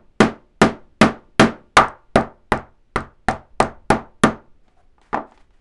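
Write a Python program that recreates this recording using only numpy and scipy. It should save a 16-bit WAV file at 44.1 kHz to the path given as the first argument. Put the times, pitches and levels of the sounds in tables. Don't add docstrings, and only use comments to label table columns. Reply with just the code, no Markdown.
import sys
import numpy as np
from scipy import signal
from scipy.fft import rfft, irfft, next_fast_len
from scipy.io import wavfile

SR = 44100
rng = np.random.default_rng(int(sys.argv[2]) if len(sys.argv) > 2 else 0)


def generate_wav(signal):
    frames = np.transpose(np.atleast_2d(signal))
    scaled = np.clip(frames, -1, 1) * 32767
    pcm = np.round(scaled).astype(np.int16)
    wavfile.write(sys.argv[1], SR, pcm)


N = 247354
RING_SAMPLES = 32768
AGE_S = np.arange(RING_SAMPLES) / SR
WOOD_DB = 42

# hz, t60_s
RING_DECAY = [(80, 0.3), (210, 0.25), (560, 0.29), (1470, 0.24), (3900, 0.2), (10200, 0.15)]


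def undb(db):
    return 10 ** (np.asarray(db) / 20)


def unit(x):
    return x / np.sqrt(np.sum(x ** 2))


def at(points, hz):
    point_hz, value = np.transpose(points)
    return np.interp(np.log(hz + 1), np.log(point_hz), value)


def colour(x, db_of):
    size = next_fast_len(len(x), True) * 2
    hz = np.arange(size // 2 + 1) * SR / size
    cepstrum = irfft(np.log(undb(db_of(hz))))
    cepstrum[1:size // 2] *= 2
    cepstrum[size // 2 + 1:] = 0
    response = np.exp(rfft(cepstrum))
    return irfft(rfft(x, size) * response)[:len(x)]


def tint(x, points):
    return colour(x, lambda hz: at(points, hz))


def fade(t60_s):
    return np.exp(-np.log(1000) * AGE_S / t60_s)


def burst(t60_s):
    return unit(rng.standard_normal(RING_SAMPLES) * fade(t60_s))


def modes(table, t60_of, in_step_hz=450):
    total = np.zeros(RING_SAMPLES)
    for k, (hz, db) in enumerate(table):
        sign = -1 if hz < in_step_hz else (-1) ** k
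        total += sign * undb(db) * fade(t60_of(hz)) * np.sin(2 * np.pi * hz * AGE_S)
    return unit(total)


def add(track, s, sound):
    start = int(s * SR)
    sound, start = sound[max(-start, 0):], max(start, 0)
    track[start:start + len(sound)] += sound[:N - start]


def hiss(points):
    return unit(tint(rng.standard_normal(N), points)) * np.sqrt(N)


def strokes(rows, attack_s, release_s):
    t = np.arange(N) / SR
    total = np.zeros(N)
    for start_s, length_s, db in rows:
        rise = np.clip((t - start_s) / attack_s, 0, 1)
        release = np.exp(-np.maximum(t - start_s - length_s, 0) / release_s)
        total += undb(db) * rise * release
    return total


def wander(rate_hz):
    return np.interp(np.arange(N) / SR * rate_hz, np.arange(N), rng.standard_normal(N))


def background(air_db=-59, rumble_db=-54, waver_db=3, waver_hz=5):
    # hz, relative_db
    air_colour = [(30, 12.5), (130, -7), (350, -7), (900, -19.5), (2500, -24.5), (6000, -35),
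                  (11000, -43.5)]
    # start_s, length_s, added_gain_db (re the steady rumble)
    swells = [(3.5, 0.24, 12)]
    rumble_colour = [(10, 4.5), (25, -4.5), (70, -14.5), (130, -25.5), (400, -40.0), (2000, -66), (8000, -95.5)]
    swell = 1 + strokes(swells, attack_s=0.024, release_s=.17)
    rumble = hiss(rumble_colour) * swell
    return undb(air_db) * hiss(air_colour) + undb(rumble_db + waver_db * wander(waver_hz)) * rumble


def diffuse():
    noise = rfft(rng.standard_normal(RING_SAMPLES))
    noise = noise / np.abs(noise)
    hz = np.arange(RING_SAMPLES // 2 + 1) * SR / RING_SAMPLES
    centres_hz = np.array(RING_DECAY)[:, 0]
    total = np.zeros(RING_SAMPLES)
    for share, (_, t60_s) in zip(np.eye(len(RING_DECAY)), RING_DECAY):
        band = irfft(noise * np.interp(np.log(hz + 1), np.log(centres_hz), share))
        total += band * fade(t60_s)
    return total


def wood(ring, push_db=-7.5, slap_db=0.5, slap_t60_s=0.027, echo_db=-9, echo_s=.005, modes_db=0,
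         ring_scale=0.74, room_db=-3, fresh_share=0.89, late_db=-38, late_t60_s=.9,
         linger_db=-22, linger_t60_s=0.43):
    # hz, relative_db
    table_modes = [(131, -6), (168, -9), (184, -4), (222, 4.5), (241, 0.5), (264, -2), (301, -6),
                   (333, -3.5), (368, -11), (384, -4.5), (406, -6), (442, -5.5), (477, -11), (514, -6),
                   (578, -8), (634, -11), (656, -2.5), (762, -1.5), (781, -7), (857, -6.5), (967, -11),
                   (1093, -18), (1172, -8), (1197, -8), (1240, -6.5), (1321, -9.5), (1524, -8.5),
                   (1781, -8.5), (1815, -11.5), (2131, -18)]
    # hz, relative_db
    wood_colour = [(40, -12), (110, -14), (250, 0), (450, 3), (800, -4), (1300, -0.5), (2000, -4.5),
                   (2600, -15.5), (4500, -22.5), (7000, -26), (11000, -37)]
    # hz, relative_db
    room_colour = [(40, -15.5), (110, -13.5), (250, -1.5), (450, 0), (560, -1.5), (750, -2), (1300, 2),
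                   (2050, -5.5), (2600, -11), (4500, -18), (7000, -23.5), (11000, -31)]
    # hz, relative_db
    late_colour = [(60, 1.5), (230, 5), (600, -7), (1400, -16.5), (3000, -20), (11000, -44)]
    # hz, relative_db
    linger_modes = [(222, -4.5), (357, -0.5), (592, -4), (893, -3.5), (1170, -10), (1410, -6.5)]
    pulse = 1. * (AGE_S == 0)
    push = -undb(push_db) * unit(tint(pulse, wood_colour))
    slap = undb(slap_db) * unit(tint(burst(slap_t60_s), wood_colour))
    direct = push + slap
    echo = undb(echo_db) * np.interp(AGE_S - echo_s, AGE_S, direct, left=0)
    top = undb(modes_db) * modes(table_modes, lambda hz: ring_scale * at(RING_DECAY, hz))
    room = undb(room_db) * unit(tint(ring + fresh_share * diffuse(), room_colour))
    late = undb(late_db) * unit(tint(burst(late_t60_s), late_colour))
    linger = undb(linger_db) * modes(linger_modes, lambda hz: linger_t60_s)
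    return direct + echo + top + room + late + linger


def contact(sound, thud_db, hard_db, knock_hz, knock_db, thud_hz=235, thud_octaves=0.94, hard_hz=2200,
            knock_octaves=.36, bounce_db=-9, bounce_t60_s=.045, passed_on=0.76):
    def hump(hz, centre_hz, octaves):
        return np.exp(-.5 * (np.log2((hz + 1) / centre_hz) / octaves) ** 2)

    def gain_db(hz):
        thud = thud_db * hump(hz, thud_hz, thud_octaves)
        treble = hard_db * (1 - 1 / (1 + (hz / hard_hz) ** 6))
        knock = passed_on * knock_db * hump(hz, knock_hz, knock_octaves)
        return thud + treble + knock

    bounce = -unit(fade(bounce_t60_s) * np.sin(2 * np.pi * knock_hz * AGE_S))
    return colour(sound, gain_db) + undb(bounce_db + knock_db) * bounce


def steel(tick_t60_s=0.0064, ring_db=-23, ring_t60_s=.19, room_db=-7, room_t60_s=0.025):
    # hz, relative_db
    steel_modes = [(2850, 0), (4120, -6), (6280, 0), (6560, -6)]
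    # hz, relative_db
    tick_colour = [(300, -22.5), (2000, -5.5), (4000, 5), (7000, -6.5), (9000, 4.5), (11000, 0.5)]
    noise = burst(tick_t60_s) + undb(room_db) * burst(room_t60_s)
    tick = unit(tint(noise, tick_colour))
    return tick + undb(ring_db) * modes(steel_modes, lambda hz: ring_t60_s)


def shudder(t60_s=0.31):
    # hz, relative_db
    frame_modes = [(27, 1), (38, -7), (52, -8), (68, -0.5), (85, 1), (131, 0.5)]
    return modes(frame_modes, lambda hz: t60_s)


def hammer(ring, shudder_db=7, shudder_db_per_db=0.14, usual_force_db=-25):
    # start_s, force_db (re WOOD_DB), thud_db, hardness_db, hardness_above_hz,
    # knock_pitch_hz (key on wood), knock_db (relative), steel_tick_db
    blows = [(-0.2,-20,2.5,-5,2200,1190,-6,7), (0.2039,-22,7.5,2.5,2180,1225,-1,1.5),
             (0.616,-21.5,7.5,3.5,2170,686,1.5,6), (1.0133,-20,6,2.5,2236,1258,2,3.5),
             (1.396,-17,6,1.5,2180,935,-3.5,6.5), (1.7687,-14.5,-9.5,-6.5,2300,1056,5,7.5),
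             (2.157,-24,4,-7,2100,690,5.5,1.5), (2.52,-29,0,-7.5,2800,837,4,0),
             (2.9598,-35,2.5,-2.5,2195,1313,7,-5), (3.285,-32.5,0.5,-1.5,2200,742,10,-5),
             (3.602,-27,1,-5,2100,729,5.5,7), (3.9029,-26,5.5,-3,2400,830,7,6.5),
             (4.236,-23,5,-3.5,1900,1225,1.5,10.5)]
    out = np.zeros(N)
    for s, force_db, thud_db, hard_db, hard_hz, knock_hz, knock_db, tick_db in blows:
        push = contact(wood(ring), thud_db, hard_db, knock_hz, knock_db, hard_hz=hard_hz)
        shake_db = shudder_db + shudder_db_per_db * (force_db - usual_force_db)
        add(out, s, undb(WOOD_DB + force_db) * push)
        add(out, s, undb(tick_db) * steel())
        add(out, s, undb(shake_db) * shudder())
    return out


def loose_steel(click_db=2, click_t60_s=.0035, room_db=-15, room_t60_s=.14):
    # start_s, level_db (re click_db)
    clicks = [(1.8842, -26), (2.2098, -23), (2.5755, -25.5), (3.0057, -28), (3.3113, -15), (3.6270, -10.5),
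              (5.015, -46), (5.312, -44.5)]
    # hz, relative_db
    click_colour = [(500, -37), (2000, -18), (4000, 6.5), (7000, 8), (9000, 7.5), (11000, -56)]
    out = np.zeros(N)
    for s, db in clicks:
        noise = burst(click_t60_s) + undb(room_db) * burst(room_t60_s)
        add(out, s, undb(click_db + db) * unit(tint(noise, click_colour)))
    return out


def rubbing(grain_db=3, grain_hz=63, attack_s=0.021, release_s=0.035):
    # start_s, length_s, level_db (before grain)
    slides = [(4.62, 0.17, -74.5), (5.01, 0.12, -62.5), (5.26, 0.15, -63.5), (5.52, 0.088, -71.5)]
    # start_s, length_s, level_db (before grain)
    drags = [(4.65, 0.074, -71.5), (4.765, 0.036, -58.5)]
    finger_colour = [(100, -20.0), (800, 3.5), (2000, 0), (4000, -11), (8000, -15.5), (11000, -23.5)]
    drag_colour = [(200, -16.5), (620, -12), (750, 3), (880, -21), (1100, -12), (2500, -29), (8000, -40)]
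    fingers = hiss(finger_colour) * strokes(slides, attack_s, release_s)
    drag = hiss(drag_colour) * strokes(drags, attack_s, release_s)
    return (fingers + drag) * undb(grain_db * wander(grain_hz))


def key_knocks(ring):
    # start_s, force_db (re WOOD_DB, before case colour), hardness_db
    knocks = [(4.681, -75.5, 6), (4.982, -73, -4), (5.015, -74, 11.5), (5.13, -38.5, -11),
              (5.144, -33.5, -10.5), (5.1742, -38, -21), (5.320, -67.5, 0.5), (5.376, -70, 7),
              (5.507, -84.5, 12)]
    case_colour = [(100, -11.5), (210, -9.5), (290, 0), (450, -4.0), (1500, -5.5), (3300, -0.5),
                   (7000, -7), (11000, -13)]
    out = np.zeros(N)
    for s, force_db, hard_db in knocks:
        push = contact(wood(ring), thud_db=4, hard_db=hard_db, knock_hz=875, knock_db=10.0)
        add(out, s, undb(WOOD_DB + force_db) * push)
    return tint(out, case_colour)


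def scene():
    ring = diffuse()
    mix = background() + hammer(ring) + loose_steel() + rubbing() + key_knocks(ring)
    return mix[None]


def record(dry, ceiling=.73, top_hz=10850):
    flattened = dry / (1 + (dry / ceiling) ** 8) ** (1 / 8)
    low_pass = signal.ellip(8, .1, 60, top_hz, fs=SR, output="sos")
    return signal.sosfiltfilt(low_pass, flattened)


dry = scene()
out = record(dry)
generate_wav(out)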